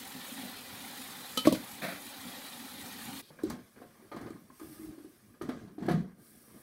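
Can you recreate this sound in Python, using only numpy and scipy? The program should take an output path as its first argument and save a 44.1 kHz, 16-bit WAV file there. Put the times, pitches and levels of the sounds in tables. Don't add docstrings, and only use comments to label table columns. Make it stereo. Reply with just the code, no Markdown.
import sys
import numpy as np
from scipy import signal
from scipy.fft import rfft, irfft, next_fast_len
from scipy.io import wavfile
from scipy.ndimage import uniform_filter1d, map_coordinates

SR = 44100
rng = np.random.default_rng(int(sys.argv[2]) if len(sys.argv) > 2 else 0)


def bounce(signal):
    frames = np.transpose(np.atleast_2d(signal))
    limited = np.clip(frames, -1, 1)
    pcm = np.round(limited * 32767).astype(np.int16)
    wavfile.write(sys.argv[1], SR, pcm)


N = 291942
CONTACT_S = np.arange(SR // 4) / SR

# freq_hz, density_db
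GRIT_SPECTRUM = [(260, -57), (450, 0), (517, -3), (878, -12), (1080, -6), (1320, -11), (1660, -6),
                 (1800, -12), (2180, -13.5), (2600, -20.5), (3380, -23.5), (5720, -120)]
# freq_hz, density_db
CRACK_SPECTRUM = [(1500, -33), (2500, 2.5), (4500, 7.5), (7000, -6), (12000, -5.5), (16000, -20)]
# freq_hz, density_db
TICK_SPECTRUM = [(2000, -44), (4000, -2), (8000, -4), (16000, -11)]


def amp(db):
    return 10 ** (np.asarray(db) / 20)


def unit(x):
    return x / np.sqrt(np.mean(x ** 2) + 1e-20)


def along(points, hz):
    freq_hz, value = np.transpose(points)
    return np.interp(np.log(hz + 1), np.log(freq_hz + 1), value)


def curve(rows):
    time_s, value = np.transpose(rows)
    return np.interp(np.arange(N) / SR, time_s, value)


def wobble(rate_hz):
    knots = rng.standard_normal(int(N * rate_hz / SR) + 4)
    return map_coordinates(knots, [np.arange(N) * rate_hz / SR])


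def flutter(rate_hz, depth_db):
    knots = np.arange(int(rate_hz * CONTACT_S[-1]) + 2)
    return amp(depth_db * np.interp(CONTACT_S * rate_hz, knots, rng.standard_normal(len(knots))))


def swells(rows, rise_s, t60_s):
    start_s, held_s, *levels_db = np.transpose(rows)
    grid_s = np.arange(0, N / SR, 1 / 1000)
    since_s = grid_s - start_s[:, None]
    fall_s = np.clip(since_s - rise_s - held_s[:, None], 0, 1)
    shape = np.clip(since_s / rise_s, 0, 1) * amp(-60 * fall_s / t60_s)
    gains = [np.sqrt(amp(2 * level_db) @ shape ** 2) for level_db in levels_db]
    return [np.interp(np.arange(N) / SR, grid_s, gain) for gain in gains]


def filtered(x, response):
    m = next_fast_len(x.shape[-1] + 8192)
    return irfft(rfft(x, m) * response(np.fft.rfftfreq(m, 1 / SR)), m)[..., :x.shape[-1]]


def rush(spectrum, lump_rate_hz, lump_db, patchy_db=2.5):
    # freq_hz, correlation
    likeness = [(60, 0.97), (150, 0.96), (380, 0.84), (950, 0.8), (2380, 0.25), (5980, -0.0034),
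                (15000, -0.02)]
    # freq_hz, balance_db
    balance = [(60, 0.5), (180, -1.5), (550, 0), (1650, 0.5), (4970, -1), (15000, -6)]
    lumpy = rng.standard_normal((2, N)) * amp(lump_db * wobble(lump_rate_hz))
    z = signal.stft(lumpy, nperseg=1024)[2]
    patches = uniform_filter1d(rng.standard_normal(z.shape[1:]), size=4, axis=0)
    patches = unit(uniform_filter1d(patches, size=4, axis=1))
    pair = signal.istft(z * amp(patchy_db * patches), nperseg=1024)[1][:, :N]

    def mid_side(hz):
        angle = np.arccos(np.clip(along(likeness, hz), -1, 1)) / 2
        return amp(along(spectrum, hz)) * [np.cos(angle), np.sin(angle)]

    mid, side = filtered(pair, mid_side)
    sides = np.array([mid + side, mid - side])
    sides = filtered(sides, lambda hz: amp(np.outer([.5, -.5], along(balance, hz))))
    return sides / np.sqrt(np.mean(sides.mean(axis=0) ** 2))


def droplets(count, mid_hz, cycles):
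    where, side = rng.random(count), rng.random(count)
    size = rng.exponential(size=count)
    hz = np.clip(mid_hz * np.exp(.4 * rng.standard_normal(count)), 400, 14000)[:, None]
    n = np.arange(600)
    turns = hz * n / SR
    tone = np.sin(2 * np.pi * turns * (1 + 0.0025 * turns))
    fade = np.exp(-turns / cycles) * np.hanning(len(n)) ** 0.22
    drops = amp(2.0 * np.minimum(size, 3.5))[:, None] * tone * fade
    at = ((where * N).astype(int)[:, None] + n).ravel()
    panned = [(drops * np.sqrt(share)[:, None]).ravel() for share in (side, 1 - side)]
    return unit(np.array([np.bincount(at, x, N + len(n))[:N] for x in panned]))


def ring(modes, spread_db, attack_s, rough_db=0):
    tones = 0
    for hz, db, t60_s in modes:
        decay = amp(db + spread_db * rng.standard_normal() - 60 * CONTACT_S / t60_s)
        tones = tones + decay * flutter(51, rough_db) * np.sin(2 * np.pi * hz * CONTACT_S)
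    return tones * (1 - np.exp(-CONTACT_S / attack_s))


def burst(spectrum, t60_s, attack_s):
    grains = rng.standard_normal(len(CONTACT_S)) * flutter(200, depth_db=2.0)
    coloured = unit(filtered(grains, lambda hz: amp(along(spectrum, hz))))
    to_zero = 1 - (CONTACT_S / CONTACT_S[-1]) ** 2
    return coloured * amp(-60 * CONTACT_S / t60_s) * to_zero * (1 - np.exp(-CONTACT_S / attack_s))


def add(track, start_s, sound):
    track[round(start_s * SR):][:len(sound)] += sound


def walls(x):
    # freq_hz, t60_s
    wall_decay = [(150, 0.28), (1000, 0.28), (4000, 0.22), (12000, 0.13)]
    hz, t, z = signal.stft(rng.standard_normal((2, SR // 2)), SR, nperseg=256)
    apart = np.clip(hz / 900, .1, 1)[:, None]
    z = np.array([z[0] + apart * z[1], z[0] - apart * z[1]]) / np.sqrt(1 + apart ** 2)
    tail = signal.istft(z * amp(-60 * t / along(wall_decay, hz)[:, None]), SR, nperseg=256)[1]
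    delayed = np.pad(x, (500, 0))
    return signal.fftconvolve(delayed[None], tail / np.linalg.norm(tail[0]), axes=1)[:, :N]


def placed(x, left_db, ports):
    half = np.array([[.5], [-.5]])

    def response(hz):
        bass_cut = (1j * hz / (85 + 1j * hz)) ** 2
        return amp(half * left_db) * np.exp(1j * half * along(ports, hz)) * bass_cut

    return filtered(x, response)


def ported(pair, ports):
    return filtered(pair, lambda hz: np.exp(1j * np.outer([.5, -.5], along(ports, hz))))


def yard():
    # time_s, level_db
    far_level = [(3.22, -67.5), (3.4, -68), (4.2, -68), (4.45, -68.5), (5.1, -66.5), (5.4, -71.5),
                 (6.15, -75.5), (6.25, -74.5), (6.62, -74)]
    # start_s, held_s, level_db
    puff_rows = [(4.52, .15, -62.5), (4.68, .1, -63.5), (6.17, .36, -64)]
    # start_s, held_s, level_db
    linger_rows = [(3.22, .075, -60.5)]
    # start_s, held_s, rumble_db, grit_db, dust_db
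    scrape_rows = [(3.31, 0.14, -70, -73, -76), (3.46, 0.044, -43.5, -63, -55.5),
                   (3.77, 0.04, -60, -63, -80), (3.9, .19, -71, -72, -81), (4.13, .16, -48.5, -56, -71),
                   (4.62, 0.31, -58.5, -72, -74.5), (5.42, 0.18, -46, -65, -64),
                   (5.8, 0.13, -43.5, -62, -65), (5.89, 0.063, -39.5, -51, -60.5),
                   (6.47, 0.1, -70, -71, -87.5)]
    # freq_hz, density_db
    far_fizz = [(470, -6), (800, -3), (866, -3), (897, -12), (1220, 6), (1330, -5), (1660, 2), (1810, -2.5),
                (2570, -1), (3030, -4.5), (3520, -3.5), (3810, -5), (4870, -2.5), (6500, -5.5), (8450, -11),
                (14300, -120)]
    # freq_hz, density_db
    far_steam = [(2650, -49), (4500, -8), (5640, -2.5), (6270, -13), (7490, -8.5), (8500, -2), (12000, -3),
                 (14000, -5.5), (15100, -4.5), (15800, -9)]
    # freq_hz, density_db
    rumble_spectrum = [(15, -59), (25, -33), (59, -14), (81, -13), (118, -7), (181, -9.5), (227, -0.5),
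                       (270, -10), (305, -6.5), (425, -12), (518, -41.5), (600, -22), (780, -27),
                       (1320, -120)]
    still_rumble_db, still_grit_db = -64, -72

    hiss = amp(curve(far_level))
    puff, = swells(puff_rows, rise_s=0.083, t60_s=0.19)
    linger, = swells(linger_rows, rise_s=.005, t60_s=.05)
    rumble, grit, dust = swells(scrape_rows, rise_s=0.0067, t60_s=0.36)
    fizz = amp(-0.5) * hiss + amp(-7) * puff + dust

    out = linger * rush(CRACK_SPECTRUM, 90, lump_db=-0.5)
    out += (hiss + puff) * rush(far_steam, 130, lump_db=0.6)
    out += fizz * rush(far_fizz, 60, lump_db=0.5)
    out += (amp(still_rumble_db) + rumble) * rush(rumble_spectrum, 30, lump_db=3)
    out += (amp(still_grit_db) + grit) * rush(GRIT_SPECTRUM, 65, lump_db=2.0)
    return out


def pot():
    # time_s, strength_db
    boil = [(0, 0.5), (.45, 2), (.65, -.5), (.9, 1.5), (1.3, 0.5), (2.0, -1.5), (2.25, 1), (2.7, -0.5),
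            (3.15, 2)]
    # freq_hz, density_db
    gurgle_spectrum = [(15, -56), (25, -24), (70, -14.5), (102, -9), (161, -8), (205, -1.5), (249, 2),
                       (284, 1.5), (333, -15.5), (450, -14), (580, -46), (990, -120)]
    # freq_hz, density_db
    bubble_spectrum = [(210, -40), (350, -8.5), (376, -2.5), (426, -12), (520, -2), (662, -10), (726, -2.5),
                       (802, 1), (983, -7), (1300, -10.5), (1690, -28), (2860, -120)]
    # freq_hz, density_db
    fizz_spectrum = [(590, -40), (1000, -8), (1530, -4.5), (1700, -4), (1970, -0.5), (2150, -8.5),
                     (2390, 0), (2700, -3), (2940, -3), (3960, 0), (5500, -8), (7150, -35), (12100, -120)]
    # freq_hz, density_db
    steam_spectrum = [(2820, -28), (4800, -1.5), (6070, -2), (6840, 0.5), (8730, -2), (9500, 0),
                      (10900, -3), (11900, -0.5), (15000, -6), (15800, -4.5)]

    boil_db = curve(boil)
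    gurgle = amp(-53 + 0.81 * boil_db) * rush(gurgle_spectrum, 25, lump_db=-1.5)
    bubbles = amp(-55.5 + 0.82 * boil_db) * rush(bubble_spectrum, 39.63, lump_db=0.5)
    pings = amp(-9) * droplets(count=5000, mid_hz=3354, cycles=13)
    fizz = amp(-49.5 + boil_db) * (rush(fizz_spectrum, 90, lump_db=1.5) + pings)
    steam_db = -49.5 + 0.63 * boil_db + 0.99 * wobble(17)
    steam = amp(steam_db) * rush(steam_spectrum, 150, lump_db=1.1)
    return gurgle + bubbles + fizz + steam


def clinks(track):
    # start_s, level_db, ring_db (relative)
    clink_rows = [(1.373, -23, 2.5), (1.453, -30, -27), (1.47, -26, -16), (1.524, -27.5, -22),
                  (1.544, -36.5, -19)]
    # freq_hz, level_db, t60_s
    rim_modes = [(877, -12, .06), (1276, -3.5, 0.11), (3046, -3, 0.16), (3330, -14, 0.08), (3984, -6, 0.08),
                 (4220, -14, 0.09), (4390, -12, .1), (5900, -15, .04), (6780, -12, 0.053)]
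    for start_s, db, ring_db in clink_rows:
        rim = amp(ring_db) * ring(rim_modes, spread_db=-1.5, attack_s=.002, rough_db=2.0)
        crack = 0.63 * burst(CRACK_SPECTRUM, t60_s=0.14, attack_s=0.00077)
        tick = amp(-5.5) * burst(TICK_SPECTRUM, t60_s=0.072, attack_s=.0008)
        add(track, start_s, amp(db) * (rim + crack + tick))


def thumps(track):
    # start_s, level_db, base_hz, t60_s, overtones_db (relative)
    thump_rows = [(0.15, -38.5, 262, 0.13, -13), (0.382, -37.5, 262.3, 0.37, -27),
                  (0.418, -36.5, 247.4, 0.31, -14), (1.373, -30, 252, 0.14, 1.5),
                  (1.454, -22, 263, 0.09, 0), (1.471, -7, 302.2, 0.096, 0.5),
                  (1.524, -11.5, 262, 0.063, -1.5), (1.55, -31.5, 257, 0.047, -9),
                  (2.252, -33.5, 240, 0.17, -22)]
    # multiple of base_hz, level_db, share of t60_s
    wall_modes = [(1, 1.5, 0.72), (2, 2, 0.36), (3.7, -9.5, 0.47), (.8, -9, 1.4), (.55, -18.5, 1.4)]
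    for start_s, db, hz, t60_s, over_db in thump_rows:
        modes = [(hz * k, level_db + over_db * (k > 1), t60_s * share) for k, level_db, share in wall_modes]
        add(track, start_s, amp(db) * ring(modes, spread_db=1.6, attack_s=0.0021))


def splashes(track):
    # start_s, pitch_hz, level_db, t60_s
    plop_rows = [(.846, 2100, -37, .035)]
    # start_s, level_db, t60_s
    splash_rows = [(1.449, -28.5, 0.16), (1.545, -38.5, 0.18), (1.818, -31.5, 0.23), (1.83, -32, 0.57),
                   (1.885, -39, 0.45)]
    # freq_hz, density_db
    spray_spectrum = [(76, -39), (130, -6), (202, -1.5), (425, -15), (689, -3.5), (859, -18.5), (1310, -7),
                      (1420, -7.5), (2120, -7.5), (2700, -9.5), (2870, -22.5), (3870, -13.5), (7080, -26.5),
                      (11700, -22.5), (15800, -26.5)]
    for start_s, hz, db, t60_s in plop_rows:
        modes = [(hz, db, t60_s), (hz * 1.12, db - 3, t60_s)]
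        add(track, start_s, ring(modes, spread_db=.5, attack_s=.0015))
    for start_s, db, t60_s in splash_rows:
        add(track, start_s, amp(db) * burst(spray_spectrum, t60_s, attack_s=0.0039))


def ladle():
    track = np.zeros(N + SR)
    clinks(track)
    thumps(track)
    splashes(track)
    return track[:N]


def ticks(track):
    # start_s, level_db
    tick_rows = [(3.434, -41), (3.4995, -35.5), (3.8985, -68), (4.1626, -50), (4.213, -51), (4.3037, -53),
                 (4.598, -52), (5.4196, -47.5), (5.431, -53), (5.49, -50), (5.864, -50), (5.887, -58),
                 (5.912, -52), (5.93, -58)]
    for start_s, db in tick_rows:
        add(track, start_s, amp(db) * burst(TICK_SPECTRUM, t60_s=0.047, attack_s=0.00037))


def dragged_wood():
    # start_s, held_s, level_db
    slip_rows = [(4.63, 0.023, -48), (4.69, 0.033, -48), (4.79, .04, -46), (4.83, 0.015, -41),
                 (4.87, 0.022, -39.5), (4.92, 0.044, -51.5), (4.99, 0.018, -45.5)]
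    slips, = swells(slip_rows, rise_s=0.0063, t60_s=0.046)
    hum_hz = 313 * (1 + 0.043 * wobble(40))
    return slips * amp(2.5 * wobble(41)) * np.sin(2 * np.pi * np.cumsum(hum_hz) / SR)


def knocks(track):
    # start_s, level_db, low_mode_hz, upper_db (relative), upper_centre_hz
    knock_rows = [(3.304, -51, 155, 0.5, 746), (3.388, -51, 252, 10.5, 2050), (3.436, -17, 321, -28, 638),
                  (3.463, -48, 334, -25, 616), (3.5, -33.5, 240, -2, 1030), (3.524, -33.5, 197, -14, 1020),
                  (3.588, -45, 275, -5, 619), (3.76, -57, 248, 6, 1970), (3.8, -46, 410, -12, 2000),
                  (3.817, -42, 270, -6, 743), (4.024, -46.5, 380, -17, 1910), (4.115, -39, 308, 4.5, 1110),
                  (4.144, -33.5, 338, -13, 710), (4.164, -38, 273, 1, 1060), (4.211, -33.5, 270, -12, 1000),
                  (4.26, -34, 350, -9, 1030), (4.304, -33.5, 323, -21, 1210),
                  (4.359, -39.5, 272, -16, 1070), (4.501, -45, 262, -14, 1200),
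                  (4.597, -45, 344, -1.5, 1250), (4.614, -35, 310, -22, 633), (4.979, -36.5, 308, -15, 684),
                  (5.046, -35, 320, -24, 640), (5.34, -51.5, 266, -4.5, 1210),
                  (5.412, -26.5, 355, -10, 1240), (5.488, -23.5, 264, -9, 860), (5.518, -34, 240, -10, 600),
                  (5.568, -33.5, 232, -35, 616), (5.673, -40.5, 187, -10, 716), (5.781, -30, 305, -19, 719),
                  (5.822, -28.5, 190, -11.5, 680), (5.853, -31.5, 188, -6, 622),
                  (5.883, -16, 338, -9.5, 760), (5.908, -17.5, 179.6, -12, 617),
                  (5.939, -17.5, 167.3, -29, 662), (5.973, -24.5, 187.6, -23, 896),
                  (6.001, -26, 183, -23.5, 616), (6.075, -38.5, 190, -29, 649),
                  (6.479, -50, 228, -14, 2140), (6.52, -50, 220, -16, 700), (6.56, -45, 226, -8, 716)]
    # freq_hz, level_db, t60_s
    log_modes = [(520, 12, 0.016), (707, -3.5, 0.059), (864, -3.5, 0.049), (1064, 0, 0.03),
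                 (1220, -5.5, 0.09), (1430, -6.5, 0.0089), (1610, -5.5, 0.034), (1926, -9, 0.05),
                 (2365, -2, 0.028)]
    for start_s, db, hz, upper_db, upper_hz in knock_rows:
        t60_s = 22.3 / hz
        low_modes = [(hz, 0, t60_s), (hz * 1.14, -6, t60_s * .6), (hz * .42, -22, t60_s)]
        hollow = ring(low_modes, spread_db=.5, attack_s=.002)
        struck = [(mode_hz, level_db - 14 * abs(np.log2(mode_hz / upper_hz)), mode_t60_s)
                  for mode_hz, level_db, mode_t60_s in log_modes]
        upper = ring(struck, spread_db=5.0, attack_s=0.0018, rough_db=6.0)
        upper = upper + 0.65 * burst(GRIT_SPECTRUM, t60_s=0.13, attack_s=0.005)
        crack = amp(-9.5 + 0.64 * upper_db) * burst(CRACK_SPECTRUM, t60_s=0.083, attack_s=0.011)
        add(track, start_s, amp(db) * (hollow + amp(upper_db) * upper + crack))


def firewood():
    track = np.zeros(N + SR)
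    knocks(track)
    ticks(track)
    return track[:N] + dragged_wood()


def scene():
    # freq_hz, left_lead_rad
    ports_near = [(100, .03), (300, .12), (600, .6), (1200, 1.7), (2500, 1.2), (5000, 1.6), (16000, 1.6)]
    # freq_hz, left_lead_rad
    ports_far = [(100, .08), (300, .26), (600, .6), (1200, 1.3), (2500, 1.3), (5000, 1.6), (16000, 1.6)]
    move_s, fade_s = 3.213, 0.017
    far = np.clip((np.arange(N) / SR - move_s) / fade_s + .5, 0, 1)
    near_hits, far_hits = ladle(), firewood()
    near = pot() + placed(near_hits, left_db=-1.7, ports=ports_near) + amp(-13.5) * walls(near_hits)
    distant = ported(yard(), ports_far) + placed(far_hits, left_db=-0.2, ports=ports_far)
    distant = distant + amp(-7.5) * walls(far_hits)
    return (1 - far) * near + far * distant


def record(dry):
    # centre_hz, half_width_hz, depth_db
    mic_dips = [(2690, 190, -5), (5190, 700, -4), (7140, 570, -3.5)]
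    top_hz = 15780

    def response(hz):
        dips_db = sum(db / (1 + ((hz - at_hz) / width_hz) ** 2) for at_hz, width_hz, db in mic_dips)
        return amp(dips_db) * (hz < top_hz)

    return filtered(dry, response)


dry = scene()
out = record(dry)
bounce(out)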